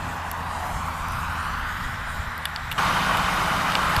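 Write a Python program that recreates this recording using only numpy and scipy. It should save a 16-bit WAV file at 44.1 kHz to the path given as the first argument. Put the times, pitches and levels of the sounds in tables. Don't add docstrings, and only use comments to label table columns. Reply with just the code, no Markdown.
import sys
import numpy as np
from scipy import signal
from scipy.io import wavfile
from scipy.ndimage import map_coordinates

SR = 44100
rng = np.random.default_rng(int(sys.argv[2]) if len(sys.argv) > 2 else 0)


def waveform_to_disk(signal):
    frames = np.transpose(np.atleast_2d(signal))
    scaled = np.clip(frames, -1, 1) * 32767
    samples = np.round(scaled).astype(np.int16)
    wavfile.write(sys.argv[1], SR, samples)


N = 176400


def passing_tyres(centre_hz=1128, ground_share=.28):
    # time in seconds, roar level in dB, roar pitch in Hz.
    roar_curve = [(0, -31.5, 1100), (.4, -31.5, 1037), (.68, -30, 1005), (1.0, -31, 1050),
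                  (1.3, -29.5, 1090), (1.7, -30.5, 1196), (1.92, -31.5, 1170), (2.1, -31.5, 1150),
                  (2.4, -32, 1130), (2.65, -33, 1190), (2.76, -31.5, 1110)]
    # time in seconds, hiss level in dB.
    hiss_curve = [(0, -48), (.45, -47.5), (.72, -45), (1.05, -45.5), (1.5, -47.5), (1.85, -46.5),
                  (2.0, -51), (2.13, -45), (2.35, -52), (2.6, -51), (2.75, -48)]
    # time in seconds, echo lag in ms.
    ground_lag = [(0, 1.175), (.2, 1.14), (.4, 1.09), (.6, 1.02), (.9, .9), (1.2, .79), (1.5, .68),
                  (1.75, .59), (2.1, .55), (2.75, .52)]
    # frequency in Hz, relative density in dB.
    roar_spectrum = [(250, -36), (400, -21.5), (600, -12.5), (820, -3), (1100, 0), (1500, -3), (2100, -12),
                     (3000, -16.5), (4500, -28), (7000, -50.5), (14000, -50)]
    hiss_spectrum = [(2500, -4), (5000, 2.5), (6000, -4), (8000, 2.5), (10500, -8.5), (14000, -2.5)]
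    roar_db, pitch_hz = in_time(roar_curve)
    hiss_db, = in_time(hiss_curve)
    lag_ms, = in_time(ground_lag)
    roar = banded_noise(roar_spectrum, flicker_db=.75, flicker_hz=18, shift=pitch_hz / centre_hz)
    hiss = banded_noise(hiss_spectrum, flicker_db=2.2, flicker_hz=7.6)
    return with_echoes(from_db(roar_db) * roar + from_db(hiss_db) * hiss, [(lag_ms, ground_share)])


def tread_hum(peak_s=.66, width_s=.13, peak_db=-36.5):
    swell = np.exp(-((np.arange(N) / SR - peak_s) / width_s) ** 2)
    hum = rms_one(ring(rng.standard_normal(N), hz=760, t60_s=.056))
    return from_db(peak_db) * swell * hum


def loud_roar():
    # time in seconds, level in dB.
    level_curve = [(2.78, -21), (2.9, -22), (3.1, -22.5), (3.7, -23), (4, -22.5)]
    # frequency in Hz, relative density in dB.
    spectrum = [(250, -17.5), (430, -16), (680, -6.5), (900, 0), (1180, 2.5), (1550, -3), (2050, -9.5),
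                (2500, -9.5), (3100, -13), (4300, -19), (6000, -24.5), (9600, -28), (14000, -31.5)]
    # lag in ms, signed gain.
    reflections = [(1.4, .17), (1.458, -.11), (1.6, .1), (2.005, .08), (2.07, -.08)]
    level_db, = in_time(level_curve)
    roar = banded_noise(spectrum, flicker_db=1.15, flicker_hz=24)
    return from_db(level_db) * with_echoes(roar, reflections)


def low_engine():
    # time in seconds, firing rate in Hz, level of the fundamental in dB.
    firing_curve = [(0, 86.3, -37.5), (.3, 84.2, -39.5), (.7, 82.2, -40), (1.3, 80.5, -37.5),
                    (2.0, 79.2, -43), (2.4, 78.5, -41), (2.75, 78, -44.5)]
    # multiple of the firing rate, relative level in dB.
    orders = [(1, 0), (2, -7.5), (3, -12), (4, -23)]
    # time in seconds, rumble level in dB.
    rumble_curve = [(0, -43), (.5, -47), (1.1, -51), (1.7, -55), (2.75, -61)]
    # frequency in Hz, relative density in dB.
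    rumble_spectrum = [(150, 7.5), (250, 4.5), (330, -5.5), (480, 0), (700, -4)]
    firing_hz, note_db = in_time(firing_curve)
    rumble_db, = in_time(rumble_curve)
    note = exhaust(firing_hz, orders, wobble=.0014, rough=.08)
    rumble = banded_noise(rumble_spectrum, flicker_db=2.5, flicker_hz=11)
    return from_db(note_db) * note + from_db(rumble_db) * rumble


def tractor(crank_hz=31.18, note_db=-40, rumble_db=-36):
    # multiple of the crank rate, relative level in dB.
    orders = [(3, -7), (5, 0), (5.5, -5), (6, 0), (9, -11)]
    # frequency in Hz, relative density in dB.
    rumble_spectrum = [(40, -20), (90, 0), (165, -3), (230, -7.5), (330, -11.5), (600, -18.5)]
    note = exhaust(crank_hz, orders, wobble=.0018, rough=.098)
    rumble = banded_noise(rumble_spectrum, flicker_db=.5, flicker_hz=10)
    return from_db(note_db) * note + from_db(rumble_db) * rumble


def exhaust(hz, orders, wobble, rough):
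    phase = 2 * np.pi * np.cumsum(hz * (1 + wobble * drift(7.8))) / SR
    out = 0
    for order, db in orders:
        strength = from_db(db) * (1 + rough * drift(6.4))
        out += strength * np.sin(order * phase + rng.uniform(0, 2 * np.pi))
    return np.sqrt(2) * out


def camera_clicks(grit=.19, contact_s=.0004):
    # start in seconds, then drive in dB of hollow knock, shell, middle ring, bright tick.
    clicks = [(0.3146, -50, -28, -39, -20), (1.085, -55, -48, -53, -32), (1.122, -50, -50, -46, -32),
              (2.379, -48, -40, -38, -34), (2.4544, -20.5, -9.5, -24.5, -19), (2.4571, -21, -16, -36, -28),
              (2.5609, -26, -21, -20, -42), (2.7144, -31, -13.5, -38, -32), (2.717, -34, -16, -40, -29),
              (2.7192, -30, -18, -42, -32), (2.726, -32, -23, -36, -29), (3.172, -35, -18, -34, -26),
              (3.7208, -28, -17, -28, -36), (3.753, -12.5, -8, -17, -34), (3.9646, -16, -15, -16, -24)]
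    # mode in Hz, gain in dB, T60 in seconds.
    body_modes = [
        [(900, -6.5, 0.016), (1690, -2, 0.021)],
        [(2340, -8, 0.01), (2867, -7.5, 0.016), (3460, -11.5, 0.019), (3730, -13.5, 0.011)],
        [(4540, -1, 0.0092), (5150, -6, 0.008), (8000, -10, 0.0041)],
        [(9870, -5, 0.0021), (11150, 0, 0.0048), (12160, 10, 0.001), (14000, -9.5, 0.0058)],
    ]
    out, age_s = np.zeros(N), np.arange(SR // 100) / SR
    for part, modes in enumerate(body_modes):
        for k, (hz, mode_db, t60_s) in enumerate(modes):
            force = np.zeros(N + SR)
            for start_s, *drive_db in clicks:
                scrape = grit * rng.standard_normal(len(age_s)) * np.exp(-age_s / contact_s)
                contact = (age_s == 0) + scrape
                start = int(start_s * SR)
                force[start:start + len(age_s)] += from_db(drive_db[part] + mode_db) * contact
            out += (-1) ** k * ring(force[:N], hz, t60_s)
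    return out


def wind(puff_width_cycles=.34):
    # time in seconds, rumble level in dB.
    level_curve = [(0, -35), (.25, -42), (.75, -35), (1.2, -37), (1.85, -35.5), (2.15, -37), (2.5, -43),
                   (2.8, -35), (3.25, -38), (3.55, -35.5), (4, -37.5)]
    # frequency in Hz, relative density in dB.
    spectrum = [(15, 2), (30, -4), (50, 2.5), (80, -2), (125, -3.5), (200, -9), (270, -15), (350, -39),
                (700, -30)]
    # start in seconds, envelope peak in dB, frequency in Hz.
    puffs = [(.755, -17, 75), (1.005, -24, 49.5), (1.505, -23, 50.4), (1.853, -21.5, 54), (2.191, -22, 55),
             (2.271, -24, 61), (3.186, -25, 45.6), (3.236, -23, 55.3), (3.86, -18, 65),
             (3.973, -15.5, 61.5)]
    level_db, = in_time(level_curve)
    out = from_db(level_db) * banded_noise(spectrum, flicker_db=2.5, flicker_hz=6.7)
    for start_s, peak_db, hz in puffs:
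        cycles = np.maximum(np.arange(N) / SR - start_s, 0) * hz
        envelope = from_db(peak_db) * np.exp(-((cycles - .5) / puff_width_cycles) ** 2)
        out += envelope * np.sin(2 * np.pi * cycles)
    return out


def banded_noise(spectrum, flicker_db, flicker_hz, shift=1):
    hz, db = np.transpose(spectrum)
    log_hz = np.log([hz[0] / 2, *hz, hz[-1] * 2])
    edges_hz = 15.6 * 2 ** (np.arange(31) / 3)
    white = rng.standard_normal((2, N + SR // 2))
    out, floor_db = 0, -70
    for k, (low, high) in enumerate(zip(edges_hz, edges_hz[1:])):
        level_db = np.interp(np.log(np.sqrt(low * high) / shift), log_hz, [floor_db, *db, floor_db])
        if np.max(level_db) > floor_db:
            bandpass = signal.butter(2, [low, high], "band", fs=SR, output="sos")
            band = signal.sosfilt(bandpass, white[k % 2])[-N:]
            out += band * from_db(level_db + flicker_db * drift(flicker_hz))
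    return rms_one(out)


def with_echoes(x, echoes):
    late = sum(gain * map_coordinates(x, [np.arange(N) - ms * SR / 1000], order=3) for ms, gain in echoes)
    return (x + late) / np.sqrt(1 + sum(gain ** 2 for _, gain in echoes))


def ring(force, hz, t60_s):
    r, w = np.exp(-np.log(1000) / (t60_s * SR)), 2 * np.pi * hz / SR
    return signal.lfilter([0, np.sin(w)], [1, -2 * r * np.cos(w), r * r], force + 1e-18)


def drift(corner_hz):
    hop, settle = 40, 2000
    r = np.exp(-2 * np.pi * corner_hz * hop / SR)
    white = rng.standard_normal(N // hop + settle + 2)
    slow = signal.lfilter([1], [1, -2 * r, r * r], white)[settle:]
    return np.interp(np.arange(N) / hop, np.arange(len(slow)), rms_one(slow))


def in_time(rows):
    times_s, *columns = np.transpose(rows)
    return [np.interp(np.arange(N) / SR, times_s, column) for column in columns]


def from_db(db):
    return 10 ** (np.asarray(db) / 20)


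def rms_one(x):
    return x / np.sqrt(np.mean(x ** 2) + 1e-20)


def scene(cut_s=2.779, fade_s=.0036):
    first = low_engine() + passing_tyres() + tread_hum()
    second = tractor() + loud_roar()
    blend = np.clip((np.arange(N) / SR - cut_s) / fade_s + .5, 0, 1)
    return ((1 - blend) * first + blend * second + wind() + camera_clicks())[None]


def record(dry):
    cutoff_hz = 14250
    return signal.sosfilt(signal.ellip(12, .1, 80, cutoff_hz, fs=SR, output="sos"), dry)


dry = scene()
out = record(dry)
waveform_to_disk(out)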